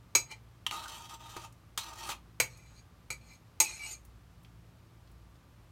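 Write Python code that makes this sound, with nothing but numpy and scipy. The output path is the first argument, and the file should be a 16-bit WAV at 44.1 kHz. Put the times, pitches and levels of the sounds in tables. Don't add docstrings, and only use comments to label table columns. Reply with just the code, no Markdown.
import sys
import numpy as np
from scipy import signal
from scipy.fft import rfft, irfft, next_fast_len
from scipy.io import wavfile
from scipy.ndimage import uniform_filter1d, map_coordinates

SR = 44100
rng = np.random.default_rng(int(sys.argv[2]) if len(sys.argv) > 2 else 0)


def store_wav(level_fs):
    pcm = np.round(np.clip(np.atleast_2d(level_fs), -1, 1) * 32767)
    wavfile.write(sys.argv[1], SR, pcm.T.astype(np.int16))


N = 251811


def amp(db):
    return 10 ** (np.asarray(db) / 20)


def unit(x):
    return x / np.sqrt(np.mean(x ** 2) + 1e-20)


def along(points, hz):
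    point_hz, value = np.transpose(points)
    return np.interp(np.log(hz + 1), np.log(point_hz + 1), value)


def filtered(x, response):
    size = next_fast_len(len(x) + 8192)
    spectrum = rfft(x, size) * response(np.fft.rfftfreq(size, 1 / SR))
    return irfft(spectrum, size)[:len(x)]


def noise(colour_db, size):
    return unit(filtered(rng.standard_normal(size), lambda hz: amp(colour_db(hz))))


def hump(hz, centre_hz, octaves):
    return np.exp(-.5 * (np.log2((hz + 1) / centre_hz) / octaves) ** 2)


def below(hz, edge_hz, order=4):
    return 1 / (1 + (hz / edge_hz) ** order)


def resonances(modes, hz):
    total = 0
    for k, (centre, width, db) in enumerate(modes):
        peak = 1j * hz * width / (centre * centre - hz * hz + 1j * hz * width)
        total = total + (-1) ** k * amp(db) * peak
    return total


def wobble(rate, size=N):
    points = rng.standard_normal(int(size * rate / SR) + 4)
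    return map_coordinates(points, [np.arange(size) * rate / SR])


def add(track, s, sound):
    part = track[round(s * SR):][:len(sound)]
    part += sound[:len(part)]


def slips(rate, spread_db, flutter_db, roam_db):
    happens = rng.random(N) < rate / SR
    force = happens * rng.choice([-1, 1], N) * amp(spread_db * rng.standard_normal(N))
    z = signal.stft(force * amp(flutter_db * wobble(90)), nperseg=512)[2]
    field = uniform_filter1d(rng.standard_normal(z.shape), size=4, axis=0)
    field = uniform_filter1d(field, size=10, axis=1)
    return unit(signal.istft(z * amp(roam_db * unit(field)), nperseg=512)[1][:N])


def stroke(s, length, attack_s, release_s):
    t = np.arange(N) / SR - s
    gain = np.clip(t / attack_s, 0, 1) * np.exp(-np.maximum(t - length, 0) / release_s)
    return gain, np.clip(t / length, 0, 1)


# frequency in Hz, time to fall by 60 dB in seconds.
KITCHEN_DECAY = [(150, 0.3), (1000, 0.21), (4000, 0.17), (14000, 0.15)]


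def in_kitchen(x, wet_db, delay=0.0043):
    hz, t, z = signal.stft(rng.standard_normal(SR // 3), SR, nperseg=256)
    fade = amp(-60 * t / along(KITCHEN_DECAY, hz)[:, None])
    tail = signal.istft(z * fade, SR, nperseg=256)[1]
    tail = np.pad(tail / np.linalg.norm(tail), (round(delay * SR), 0))
    answer = amp(wet_db) * signal.fftconvolve(x, tail)[:len(x)]
    return (x + answer) / np.hypot(1, amp(wet_db))


# frequency in Hz, relative level in dB.
AIR_COLOUR = [(20, -48.5), (30, -25), (45, -4.5), (65, -6), (100, -1), (150, -10), (230, -15), (420, -20.5),
              (1200, -22.5), (1750, -27.5), (4500, -33.5), (10400, -41), (13000, -39.5), (16000, -46.5)]
# frequency in Hz, middle level in dB.
HUM_TONES = [(58, -63.5), (115.5, -64), (169, -70.5), (227, -79), (281, -82.5), (332, -81.5), (1179, -83)]


def background(air_db=-60, drift=0.49, waver_db=3.0):
    t = np.arange(N) / SR
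    hum = np.zeros(N)
    for hz, db in HUM_TONES:
        level = np.sqrt(2) * amp(db + waver_db * wobble(4.1))
        hum += level * np.sin(2 * np.pi * hz * t + drift * wobble(28))
    return hum + amp(air_db) * noise(lambda hz: along(AIR_COLOUR, hz), N)


# start in seconds, level in dB, centre of the noise in Hz.
TOUCHES = [(.314, -45, 5200), (.882, -43.5, 6000), (1.525, -59, 7800), (2.574, -55, 6500),
           (3.334, -64, 9000), (4.0503, -55.5, 9400), (4.433, -61, 12000), (4.448, -56, 2790),
           (5.075, -63.5, 3200), (5.115, -64.5, 11000), (5.355, -64, 3310)]


def ticks(t60=0.037, focus_db=26, octaves=1.0):
    out, t = np.zeros(N), np.arange(SR // 5) / SR
    for s, db, centre_hz in TOUCHES:
        touch = noise(lambda hz: focus_db * hump(hz, centre_hz, octaves), len(t))
        add(out, s, touch * amp(db - 60 * t / t60))
    return in_kitchen(out, wet_db=-7)


# frequency in Hz, width in Hz, relative level in dB.
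CAN_MODES = [(350, 44, -11), (606, 58, -9.5), (820, 103, -5.5), (923, 26.6, 6), (1230, 55, 2.5),
             (1680, 44, -11), (1853, 66, -12.5), (2597, 130, -5.5), (3240, 290, -14), (3460, 130, -11.5),
             (3710, 440, -14.5), (4730, 160, -10.5), (6140, 290, -14.5), (6190, 83, -8), (7520, 39, -18),
             (8700, 65, -23)]
# frequency in Hz, relative level in dB.
TIN_COLOUR = [(150, -6), (400, -11.5), (1000, 1), (1900, -3), (3300, 3), (5000, 1.5), (6500, 1.5),
              (9000, -2), (11000, -7), (14000, -6.5), (16000, -13)]
# start in seconds, clack level in dB, favoured frequency in Hz,
# its boost in dB, time for the clack to fall by 60 dB in seconds, boost of the lower part in dB.
CAN_BUMPS = [(0.6651, -25.5, 3070, 14, 0.037, 4.5), (0.7112, -29, 3020, 14, 0.024, 13.5),
             (0.858, -41, 1360, 18.5, 0.067, 9.5), (1.3658, -36, 347, 21.5, 0.049, 15),
             (1.7758, -28.5, 3780, -1, 0.072, -1), (1.956, -52, 1050, 10, 0.07, 2),
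             (2.09, -34, 1055, 6.5, 0.11, 8.5), (2.117, -35, 2640, 16.5, 0.044, 8)]


def can_bumps(ring_db=-6, favour_octaves=0.19):
    out, t = np.zeros(N), np.arange(SR // 3) / SR
    for s, db, spot_hz, spot_db, t60, thud_db in CAN_BUMPS:
        def colour(hz):
            spot = spot_db * hump(hz, spot_hz, favour_octaves)
            return along(TIN_COLOUR, hz) + spot + thud_db * below(hz, 2900)
        clack = noise(colour, len(t)) * amp(-60 * t / t60)
        ring = unit(filtered(clack, lambda hz: resonances(CAN_MODES, hz))) * np.std(clack)
        add(out, s, amp(db) * in_kitchen(clack + amp(ring_db) * ring, wet_db=-9))
    return out


SCRAPE_ATTACK_S, SCRAPE_RELEASE_S = 0.012, .014
# start in seconds, length in seconds, starting level in dB,
# gain in pressure over the stroke in dB, level of the rasp over the hollow ring in dB.
WALL_STROKES = [(0.705, 0.15, -41, -8.5, -4), (0.874, 0.19, -50, -7, 2), (1.086, 0.061, -52, 1.5, -0.5),
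                (1.192, 0.19, -56.5, 4.5, -2), (1.386, 0.065, -57.5, 7.5, -1),
                (1.782, 0.033, -51.5, -4, 11.5), (1.826, .11, -48.5, -4, -1), (1.95, 0.17, -53.5, 9.5, 1.5)]


def can_scrapes(grit_db=-19):
    hollow, rasp = np.zeros((2, N))
    for s, length, db, press_db, edge_db in WALL_STROKES:
        gain, progress = stroke(s, length, SCRAPE_ATTACK_S, SCRAPE_RELEASE_S)
        pressure = gain * amp(db + press_db * progress)
        hollow += pressure
        rasp += pressure * amp(edge_db)

    def body(hz):
        return resonances(CAN_MODES, hz) + amp(grit_db + along(TIN_COLOUR, hz))

    air_slips = slips(rate=1700, spread_db=0.5, flutter_db=0.5, roam_db=-0.6)
    wall_slips = slips(rate=2500, spread_db=1.5, flutter_db=2.1, roam_db=3.0)
    cavity = unit(filtered(air_slips, lambda hz: body(hz) * below(hz, 2440)))
    wall = unit(filtered(wall_slips, lambda hz: body(hz) * (1 - below(hz, 1690))))
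    return in_kitchen(hollow * cavity + rasp * wall, wet_db=-8.5)


# start in seconds, length in seconds,
# starting pitch in Hz, ending pitch in Hz, middle level in dB (both pitch and level waver around these).
SQUEAK_TONES = [(0.713, 0.084, 1248, 1215, -47.5), (3.649, 0.032, 2557, 2494, -37.5),
                (3.681, 0.08, 2460, 2390, -49), (3.682, 0.032, 6140, 7100, -47),
                (3.792, 0.078, 2327, 2285, -41.5), (3.814, 0.092, 2814, 2890, -52.5),
                (3.832, 0.035, 8000, 8110, -44), (3.862, 0.034, 6730, 6660, -50),
                (3.897, 0.033, 6820, 7400, -43.5)]


def squeaks(waver=0.012, rough_db=3):
    out = np.zeros(N)
    for s, length, start_hz, end_hz, db in SQUEAK_TONES:
        progress = np.linspace(0, 1, round(length * SR))
        glide = start_hz + (end_hz - start_hz) * progress
        pitch = glide * (1 + waver * wobble(600, len(progress)))
        swell = np.abs(np.sin(np.pi * progress)) ** 0.321
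        level = swell * amp(db + rough_db * wobble(250, len(progress)))
        add(out, s, level * np.sin(2 * np.pi * np.cumsum(pitch) / SR))
    return in_kitchen(out, wet_db=-11)


# frequency in Hz, width in octaves, relative strength.
SPOON_MODES = [(2280, .13, .9), (4300, .09, 1.1), (6620, .085, 1.1), (8150, .05, .5), (10900, .045, 1)]


def spoon_ring(hz):
    return sum(strength * hump(hz, centre_hz, octaves) for centre_hz, octaves, strength in SPOON_MODES)


# frequency in Hz, relative level in dB,
# time to fall by 60 dB in seconds when nothing damps it further.
CROCK_MODES = [(350, -12, .16), (520, -13, .12), (872, -6, .16), (950, -14, .13), (1240, -10, .11),
               (1450, -12, .1), (2062, -7, .13), (2275, -4, .14), (2355, 0, .13), (2565, -2, .13),
               (2830, -13, .12), (4032, -2, .15), (4269, -7, .12), (4700, -5, .16), (4958, -9, .15),
               (5328, -7, .12), (5636, -10, .12), (5976, -4, .14), (6437, -4, .11), (6606, 4, .12),
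               (6790, -4, .15), (7250, -9, .1), (7680, -8, .1), (8022, 0, .12), (8618, -5, .12),
               (9540, -8, .11), (11360, -10, .1), (12400, -14, .09), (13800, -11, .09)]
# frequency in Hz, relative level in dB.
CLACK_COLOUR = [(60, -19.5), (200, -13), (380, -1.5), (900, 0.5), (2300, -2), (3200, -1.5), (4400, -4),
                (6500, 0), (9000, 1), (10600, -7.5), (13500, 1.5), (16000, -15)]
DRAG_ATTACK_S, DRAG_RELEASE_S = 0.0062, 0.0146
DRAG_BRIGHTENS_DB = 4.5
# start in seconds, length in seconds,
# relative level in dB, gain in pressure in dB, easing midway in dB, relative level of grit over ring in dB.
RIM_WIPES = [(0.257, 0.0617, -60.5, 18.5, 6, -8), (2.497, .3, -58, -6.5, 4.5, -1),
             (3.208, .145, -66.5, 3.5, -3, 0.5), (3.633, 0.3, -43.5, -6.5, 7.5, 6)]


def rim_drags(low_db=-4, high_db=-3.0, grit_db=-14, damping=3, spoon_db=3.5, shimmer_db=4):
    low, high = np.zeros((2, N))
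    for s, length, db, press_db, ease_db, bright_db in RIM_WIPES:
        gain, progress = stroke(s, length, DRAG_ATTACK_S, DRAG_RELEASE_S)
        easing = ease_db * np.sin(np.pi * progress) ** 2
        pressure = gain * amp(db + press_db * progress - easing)
        low += pressure
        high += pressure * amp(bright_db + DRAG_BRIGHTENS_DB * (progress - .5))
    modes = [(hz, damping * np.log(1000) / (np.pi * t60), db) for hz, db, t60 in CROCK_MODES]

    def body(hz):
        spoon = amp(spoon_db * spoon_ring(hz) + shimmer_db * hump(hz, 4530, .16))
        crock = resonances(modes, hz) + amp(grit_db + along(CLACK_COLOUR, hz))
        return crock * spoon * below(hz, 11000)

    force = slips(rate=6000, spread_db=4.0, flutter_db=0.8, roam_db=4.5)
    sing = unit(filtered(force, lambda hz: body(hz) * below(hz, 3300)))
    grit = unit(filtered(force, lambda hz: body(hz) * (1 - below(hz, 3300))))
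    return in_kitchen(amp(low_db) * low * sing + amp(high_db) * high * grit, wet_db=-9.0)


# start in seconds, level of the whole blow in dB, boost of the lower part
# in dB, boost of the treble in dB, favoured frequency in Hz, its boost in dB, boost of the spoon's ring in dB,
# counter thud relative to the blow in dB, delay of the rebound in seconds, rebound relative to the clack in dB.
RIM_BLOWS = [(0.151, -21, 1, 0, 5700, 5, 5.5, -27, .0055, 1),
             (2.4001, -24, 2, 0, 2200, 8.5, 3, -23.5, 0.0013, 8.5),
             (3.1032, -34, 0.5, -3.5, 6600, -2.5, 15.5, -24, .02, -5),
             (3.6013, -19, -1.5, 1.5, 8630, 3.5, 1.5, -44, .0155, -6.5)]


def rim_knocks(ring_db=-7, clack_db=-4, clack_t60=0.096, crack_t60=.016, favour_octaves=.28,
               rattle=1.0, contact_t60=0.5, thud_hz=125, thud_t60=0.62):
    out, t = np.zeros(N), np.arange(SR // 2) / SR
    for s, db, knock_db, treble_db, spot_hz, spot_db, spoon_db, thud_db, rebound_s, rebound_db in RIM_BLOWS:
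        def colour(hz):
            tilt = knock_db * below(hz, 2100) + treble_db * (1 - below(hz, 7500))
            return tilt + spot_db * hump(hz, spot_hz, favour_octaves)

        def clack_colour(hz):
            return along(CLACK_COLOUR, hz) + colour(hz) + spoon_db * spoon_ring(hz)

        def clack(t60):
            return noise(clack_colour, len(t)) * amp(-60 * t / t60)

        ring = np.zeros(len(t))
        for hz, level, t60 in CROCK_MODES:
            phase = 2 * np.pi * (hz * t + rng.random()) + rattle * wobble(140, len(t))
            uneven_db = rng.normal(0, 3.5)
            ring += amp(level + colour(hz) + uneven_db - 60 * t / t60) * np.sin(phase)
        blow = amp(ring_db - 60 * t / contact_t60) * ring
        blow += amp(clack_db) * clack(clack_t60)
        blow += clack(crack_t60)
        add(blow, rebound_s, amp(clack_db + rebound_db) * clack(clack_t60 / 2))
        thud = noise(lambda hz: 60 * hump(hz, thud_hz, 0.53), len(t)) * amp(thud_db - 60 * t / thud_t60)
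        attack = 1 - np.exp(-t / .0006)
        add(out, s, amp(db) * in_kitchen((blow + thud) * attack, wet_db=-9))
    return out


def scene():
    can = can_bumps() + can_scrapes()
    rim = rim_drags() + rim_knocks()
    return (background() + ticks() + can + squeaks() + rim)[None]


TOP_HZ = 16000


def record(dry):
    return np.array([filtered(x, lambda hz: hz < TOP_HZ) for x in dry])


dry = scene()
out = record(dry)
store_wav(out)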